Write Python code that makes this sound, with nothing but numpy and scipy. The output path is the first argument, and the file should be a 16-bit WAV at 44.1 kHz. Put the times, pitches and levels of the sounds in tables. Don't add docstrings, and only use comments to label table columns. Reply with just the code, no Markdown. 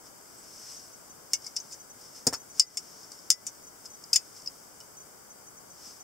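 import sys
import numpy as np
from scipy import signal
from scipy.fft import rfft, irfft, next_fast_len
from scipy.io import wavfile
from scipy.ndimage import uniform_filter1d, map_coordinates

SR = 44100
rng = np.random.default_rng(int(sys.argv[2]) if len(sys.argv) > 2 else 0)


def inscribe(sig):
    pcm = np.round(np.clip(np.atleast_2d(sig).T, -1, 1) * 32767)
    wavfile.write(sys.argv[1], SR, pcm.astype(np.int16))


def to_linear_factor(level_db):
    exponent = np.asarray(level_db, float) / 20
    return 10 ** exponent


N = 265923
SPAN = 8192
TOP_HZ = 15750

# [Hz, dB]
HISS_SPECTRUM = [(20, -18), (60, -11), (130, -5.5), (400, -3.5), (1500, -7.5), (1870, -17), (2100, -13.5),
                 (2650, -22), (3100, -18.5), (4200, -24.5), (4750, -12), (8100, -9), (9500, -15.5),
                 (15600, -15.5)]
# [Hz, 1]
HISS_CORRELATION = [(60, 0.37), (180, 0.35), (550, 0.1), (1650, 0.069), (4970, -0.19), (15000, -0.14)]
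# [Hz, Hz, dB]
PORT_NOTCHES = [(3430, 50, -11), (3930, 90, -12), (4320, 50, -8), (2600, 60, -5)]
# [Hz, dB]
SKIN_BODY = [(1500, -14.5), (2500, -15), (4100, -10.5), (4700, -3), (5200, 8), (5800, 4), (6800, -1.5),
             (9000, -18), (15000, -70)]
# [Hz, dB]
SKIN_SHEEN = [(6000, 0), (7000, 6), (8000, 17), (9200, 6.5), (12000, 5), (15600, -14), (15750, -90)]
# [s, dB, dB]
GRIP_PATH = [(0, -76.5, 7), (.42, -65, 3), (1.1, -66.5, 0), (1.4, -61, -5), (1.62, -55.5, -7),
             (1.95, -69, 2), (2.05, -53.5, -8), (2.42, -63, -1), (2.7, -56, -5), (3.0, -52, -13),
             (3.24, -56.5, -8), (3.42, -57, -13), (3.8, -63, 0), (4.1, -59.5, -6), (4.5, -59, -5),
             (4.9, -66, -0.5), (5.6, -69.5, 1), (6.03, -81, 0)]
# [s, dB, s, s]
FINGER_SLIDES = [(.07, -53.5, .07, .06), (.72, -45, 0.71, 0.39), (1.32, -50.5, 0.022, .05),
                 (1.47, -47.5, 0.15, 0.074), (1.724, -49.5, 0.076, 0.083), (2.16, -47, 0.033, 0.16),
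                 (2.587, -44.5, .08, 0.066), (3.13, -54, 0.064, 0.14), (3.46, -57, .02, 0.039),
                 (3.86, -48.5, 0.04, 0.026), (3.95, -59, 0.073, .03), (4.37, -49, .08, .14),
                 (4.806, -50, 0.019, 0.037), (5.87, -46.5, 0.25, 0.28)]
# [s, dB, Hz, dB, dB]
SLAMS = [
    (1.333, -10.5, 5800, 0.5, 8),
    (1.564, -20, 5350, -16, 6.5),
    (2.2676, -9, 5200, 11, 8),
    (2.5957, -1.5, 5200, -2.5, 6),
    (2.771, -18.5, 5290, 3.5, 8),
    (3.3023, -3, 5380, 7, 6),
    (3.4665, -23, 5900, 4, 6),
    (4.1300, -9.5, 5020, -3, 4.5),
    (4.1586, -6.5, 5200, 3.5, 9),
]
# [s, dB, Hz, dB]
LOOSE_TICKS = [(0.0677, -46, 5570, 4), (1.418, -43, 5460, 4), (1.4421, -35.5, 5240, -3),
               (1.4640, -29.5, 5300, -15), (1.5575, -34, 5360, -12), (1.6003, -30, 6100, -13),
               (1.71, -43, 5000, -4), (1.7195, -37, 5300, 13), (1.7264, -33.5, 6030, 2),
               (1.739, -40, 5900, 5), (2.0107, -44.5, 5740, 10), (2.1499, -48, 5150, 2),
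               (2.3265, -33, 5440, 12), (2.332, -23, 5350, 3), (2.338, -25, 5470, 10),
               (2.344, -26, 5200, 5), (3.0285, -41.5, 5200, -2), (3.0427, -43, 5270, 0),
               (3.1169, -30.5, 5130, -3), (3.1264, -49, 5100, -5), (3.1876, -44, 5170, 0),
               (3.674, -44, 5220, 2), (3.8544, -33, 5460, -2), (4.0372, -34, 4900, -3)]
# [s, dB, Hz, dB]
HELD_TICKS = [
    (4.362, -47, 5340, -3),
    (4.3969, -43, 5310, 1),
    (4.4179, -41, 5300, 4),
    (4.4595, -30.5, 5150, -10),
    (4.4725, -22, 5130, -20),
    (4.4795, -42, 5100, -7),
    (4.8019, -40, 5860, 2),
    (4.8099, -43, 5420, 3),
]
# low modes/dB, high modes/dB, crack/dB, first blow over rattle/dB
SLAM, LOOSE, TIGHT = (-25.5, -10.5, -26.5, 19), (-33, -13, -27, 13), (-30, -16, -27, 12)
# [Hz, Hz, dB]
LOW_MODES = [(1300, 2500, -15), (2200, 990, -3), (2600, 490, 0.5), (3020, 130, 0), (3450, 240, 1.5),
             (3840, 730, -3)]
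MAIN_MODES = [(4510, 104, -1), (5020, 116, 1.5), (5200, 240, -5.5), (5554, 200, -0.5), (6070, 750, -4.5),
              (5895, 110, 0.5)]
HIGH_MODES = [(6280, 41, 1), (6530, 900, -3.5), (6750, 110, 5.5), (7200, 770, 0.5), (7680, 240, 0.5),
              (7950, 750, -3), (8350, 190, -19), (8920, 120, -8), (9660, 830, -16)]
# [s, dB, Hz, s]
SINGING_MODES = [(.381, -44.5, 7950, .05), (.393, -44, 7950, .04), (1.335, -36.5, 2200, 0.087),
                 (1.336, -39, 2830, 0.079), (1.464, -47.5, 2200, .07), (1.464, -41, 7200, 0.047),
                 (1.565, -47, 3770, 0.051), (1.572, -57, 2970, 0.14), (2.552, -44, 6800, .06),
                 (2.6, -47.5, 2020, 0.27), (1.334, -21, 8930, 0.03), (2.597, -31, 2940, 0.063),
                 (2.597, -40, 3770, .04), (2.597, -41, 1380, 0.038), (2.597, -5.5, 5190, 0.048),
                 (3.304, -35.5, 1270, 0.047), (3.304, -53, 1670, 0.041), (4.16, -46, 815, 0.049),
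                 (4.131, -48, 1300, 0.033), (2.772, -37, 2200, 0.035), (2.772, -38, 3500, .03),
                 (2.772, -33, 4750, .04), (3.306, -46.5, 2000, 0.27), (3.312, -20, 8920, 0.057),
                 (3.311, -19.5, 5450, 0.1), (1.564, -42, 9500, .03), (4.132, -37.5, 2600, 0.15),
                 (4.161, -35, 2920, 0.045), (4.472, -50, 2760, 0.047), (4.806, -50.5, 2960, 0.066)]
# [Hz, s]
ROOM_DECAY = [(300, 0.36), (2000, 0.096), (6000, 0.067), (14000, 0.084)]
FOCUS_FRAMES = [23, 28, 33, 48, 54, 57, 71, 72, 75, 80, 109, 110, 117, 118, 149, 150, 159, 164, 167, 171,
                180]
# [s, dB, dB, s]
DESK_KNOCKS = [
    (1.336, -50, 3, 0.05),
    (2.2678, -24, -12, 0.086),
    (2.2758, -24, -14, 0.13),
    (2.326, -37, 6, 0.1),
    (2.336, -41.5, 10.5, 0.055),
    (2.346, -59, -8, 0.043),
]
# [Hz, Hz, dB]
DESK_LOW_MODES = [(55, 40, -10), (140, 70, -6), (255, 45, 0), (460, 60, 1), (780, 90, -10), (950, 90, -14)]
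# [Hz, Hz, dB]
DESK_UPPER_MODES = [(870, 300, 6), (1270, 180, 7), (1600, 420, 7)]


def unit(x):
    return x / np.sqrt(np.mean(x ** 2) + 1e-20)


def along(points, hz):
    f, v = np.transpose(points)
    return np.interp(np.log(hz + 1), np.log(f + 1), v)


def balance(tilt_db):
    return to_linear_factor([[tilt_db], [-tilt_db]])


def modes(table, hz, scatter_db):
    response = 0
    for k, (center, width, db) in enumerate(table):
        strength = (-1) ** k * to_linear_factor(db + scatter_db * rng.standard_normal())
        response = response + strength * 1j * hz * width / (center * center - hz * hz + 1j * hz * width)
    return response


def rush(spectrum, alike, spiky_db):
    m = next_fast_len(N + SPAN)
    hz = np.fft.rfftfreq(m, 1 / SR)
    grain = to_linear_factor(spiky_db * unit(uniform_filter1d(rng.standard_normal(m), size=60)))
    turn = np.arccos(np.clip(along(alike, hz), -1, 1)) / 2
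    shares = np.array([np.cos(turn), np.sin(turn)])
    white = rfft(grain * rng.standard_normal((2, m)))
    mid, side = irfft(white * to_linear_factor(along(spectrum, hz)) * shares, m)[:, :N]
    return unit(np.array([mid + side, mid - side]))


def rattle(t60, response, spiky_db, blow_db, wide):
    t = np.arange(SPAN) / SR
    impacts = to_linear_factor(spiky_db * unit(uniform_filter1d(rng.standard_normal(SPAN), size=12)))
    decay = to_linear_factor(-60 * t / np.clip(t60, .003, .2))
    force = decay * impacts * rng.standard_normal((2, SPAN))
    force[:, 0] = to_linear_factor(blow_db)
    mid, side = irfft(rfft(force) * response, SPAN)
    return np.array([mid + wide * side, mid - wide * side]) / np.abs(mid).max()


def add(track, s, sound):
    length = sound.shape[1]
    fade = np.clip(np.arange(length)[::-1] / (.3 * length), 0, 1)
    track[:, round(s * SR):][:, :length] += sound * fade


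def room(sound, db):
    hz, t, z = signal.stft(rng.standard_normal((2, SPAN)), SR, nperseg=256)
    decay = to_linear_factor(-60 * t / along(ROOM_DECAY, hz)[:, None])
    tail = signal.istft(z * decay, SR, nperseg=256)[1]
    wet = signal.fftconvolve(sound, tail / np.linalg.norm(tail[0]), axes=1)[:, :SPAN - 200]
    return sound + to_linear_factor(db) * np.pad(wet, ((0, 0), (200, 0)))


def hiss():
    hz = np.fft.rfftfreq(N, 1 / SR)
    noise = irfft(rfft(rush(HISS_SPECTRUM, HISS_CORRELATION, spiky_db=0.2)) * (hz < TOP_HZ), N)
    drift = unit(uniform_filter1d(rng.standard_normal(N), size=4000))
    tone = to_linear_factor(-72 + 2.5 * drift) * np.sin(2 * np.pi * 4775 * np.arange(N) / SR)
    return (to_linear_factor(-51.5) * noise + tone) * balance(1.5)


def skin():
    swell_db, slide_bright_db = 28.5, -8
    fidget_db, fidgets_per_s = 2, 10
    t = np.arange(N) / SR
    s, db, bright_db = np.transpose(GRIP_PATH)
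    pressure = rng.standard_normal(round(N / SR * fidgets_per_s) + 4)
    fidget = to_linear_factor(fidget_db * map_coordinates(pressure, [t * fidgets_per_s]))
    grip = fidget * to_linear_factor(np.interp(t, s, db))
    slides = np.zeros(N)
    for at, top_db, rise, fall in FINGER_SLIDES:
        slides += to_linear_factor(top_db - swell_db * np.maximum((at - t) / rise, (t - at) / fall))
    body = np.hypot(grip, slides) * rush(SKIN_BODY, [(3000, 1.0), (7000, 0.6)], spiky_db=-1.0)
    shine = np.hypot(grip * to_linear_factor(np.interp(t, s, bright_db)), slides * to_linear_factor(slide_bright_db))
    sheen = shine * rush(SKIN_SHEEN, [(7000, 1.0), (15000, .2)], spiky_db=1.5)
    return (body + sheen) * balance(1.2)


def notched(steady):
    hz = np.fft.rfftfreq(N, 1 / SR)
    loss_db = sum(db * np.exp(-((hz - c) / w) ** 2) for c, w, db in PORT_NOTCHES)
    return irfft(rfft(steady) * to_linear_factor(loss_db), N)


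def contacts():
    flight_s, growth, dulling_db = .0045, 1.5, 6.5
    flights = np.cumsum([0] + [flight_s * growth ** k for k in range(3)])
    slams = []
    for s, db, hz, bright_db, loss_db in SLAMS:
        for k, late in enumerate(flights):
            slams.append((s + late, db - loss_db * k, hz, bright_db - dulling_db * k))
    found = []
    for rows, shares, t60 in [(slams, SLAM, .034), (LOOSE_TICKS, LOOSE, .033), (HELD_TICKS, TIGHT, .015)]:
        low_db, high_db, crack_db, blow_db = shares
        for s, db, hz, bright_db in rows:
            found.append((s, db, low_db + 0.26 * bright_db, high_db + 0.51 * bright_db,
                          crack_db + bright_db, blow_db, hz, t60))
    return found


def knife():
    track, hz = np.zeros((2, N + SPAN)), np.fft.rfftfreq(SPAN, 1 / SR)
    bright = (1j * hz / (11000 + 1j * hz)) ** 2
    port = (4150 ** 2 - hz ** 2 + 1j * hz * 300) / (4150 ** 2 - hz ** 2 + 1j * hz * 1000)
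    steep = (-hz ** 2 / (4500 ** 2 - hz ** 2 + 1j * hz * 2500)) ** 2
    for s, db, low_db, high_db, crack_db, blow_db, best_hz, t60 in contacts():
        struck = [(c, w, level - 18 * abs(c - best_hz) / 1000) for c, w, level in MAIN_MODES]
        main = steep * modes(struck, hz, scatter_db=3.0)
        low = to_linear_factor(low_db + 6.5) * modes(LOW_MODES, hz, scatter_db=2.0)
        high = to_linear_factor(high_db) * steep * modes(HIGH_MODES, hz, scatter_db=3.0)
        ring = rattle(t60, (main + low + high) * port, spiky_db=6, blow_db=blow_db, wide=0.18)
        crack = rattle(0.42 * t60, bright * port, spiky_db=1.5, blow_db=-6, wide=0.97)
        clack = room(ring + to_linear_factor(crack_db + 8.5) * crack, db=-8.5)
        add(track, s + .0006, to_linear_factor(db + 1.5) * balance(1.3) * clack)
    t = np.arange(SPAN) / SR
    for s, db, mode_hz, t60 in SINGING_MODES:
        onset = 1 - np.exp(-t / 0.0011)
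        ping = to_linear_factor(db - 60 * t / t60) * np.sin(2 * np.pi * mode_hz * t) * onset
        add(track, s, ping * balance(1.2))
    return track[:, :N]


def focus():
    track, t = np.zeros((2, N + SPAN)), np.arange(round(0.027 * SR)) / SR
    gate = np.clip(t / 0.0013, 0, 1)
    for frame in FOCUS_FRAMES:
        phase = 2 * np.pi * rng.random() + np.array([[0], [2.3]])
        whine = np.sin(2 * np.pi * 6163 * t + phase)
        level = to_linear_factor(-47 + 1.5 * rng.standard_normal()) * balance(.8)
        add(track, frame * 1.001 / 30 - .003, level * gate * whine)
    return track[:, :N]


def desk():
    track, hz = np.zeros((2, N + SPAN)), np.fft.rfftfreq(SPAN, 1 / SR)
    for s, db, top_db, t60 in DESK_KNOCKS:
        blow = rattle(t60, modes(DESK_LOW_MODES, hz, scatter_db=.5), spiky_db=2, blow_db=32, wide=.07)
        skid = rattle(t60, modes(DESK_UPPER_MODES, hz, scatter_db=2), spiky_db=3, blow_db=12, wide=.2)
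        knock = room(blow + to_linear_factor(top_db - 3) * skid, db=-35)
        add(track, s, to_linear_factor(db + 3.5) * balance(.7) * knock)
    return track[:, :N]


def scene():
    return knife() + desk() + focus() + notched(skin() + hiss())


def band_limit(x):
    return signal.sosfilt(signal.butter(12, 16660, fs=SR, output="sos"), x)


def record(dry):
    power = uniform_filter1d(np.mean(dry ** 2, axis=0), size=90)
    level_db = 10 * np.log10(np.abs(power) + 1e-12)
    ramp_db = 45 * np.arange(N) / SR
    excess_db = np.maximum(level_db + 14.5, 0)
    duck_db = np.maximum.accumulate(excess_db + ramp_db) - ramp_db
    duck_db = uniform_filter1d(np.pad(duck_db, (130, 0))[:N], size=260)
    limited = np.clip(dry * to_linear_factor(-duck_db), -.86, .86)
    hz = np.fft.rfftfreq(N, 1 / SR)
    edge = to_linear_factor(np.interp(hz, [TOP_HZ, TOP_HZ + 250, TOP_HZ + 900], [0, -22, -34]))
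    mix = irfft(rfft(limited) * edge, N)
    return band_limit(mix)


dry = scene()
out = record(dry)
inscribe(out)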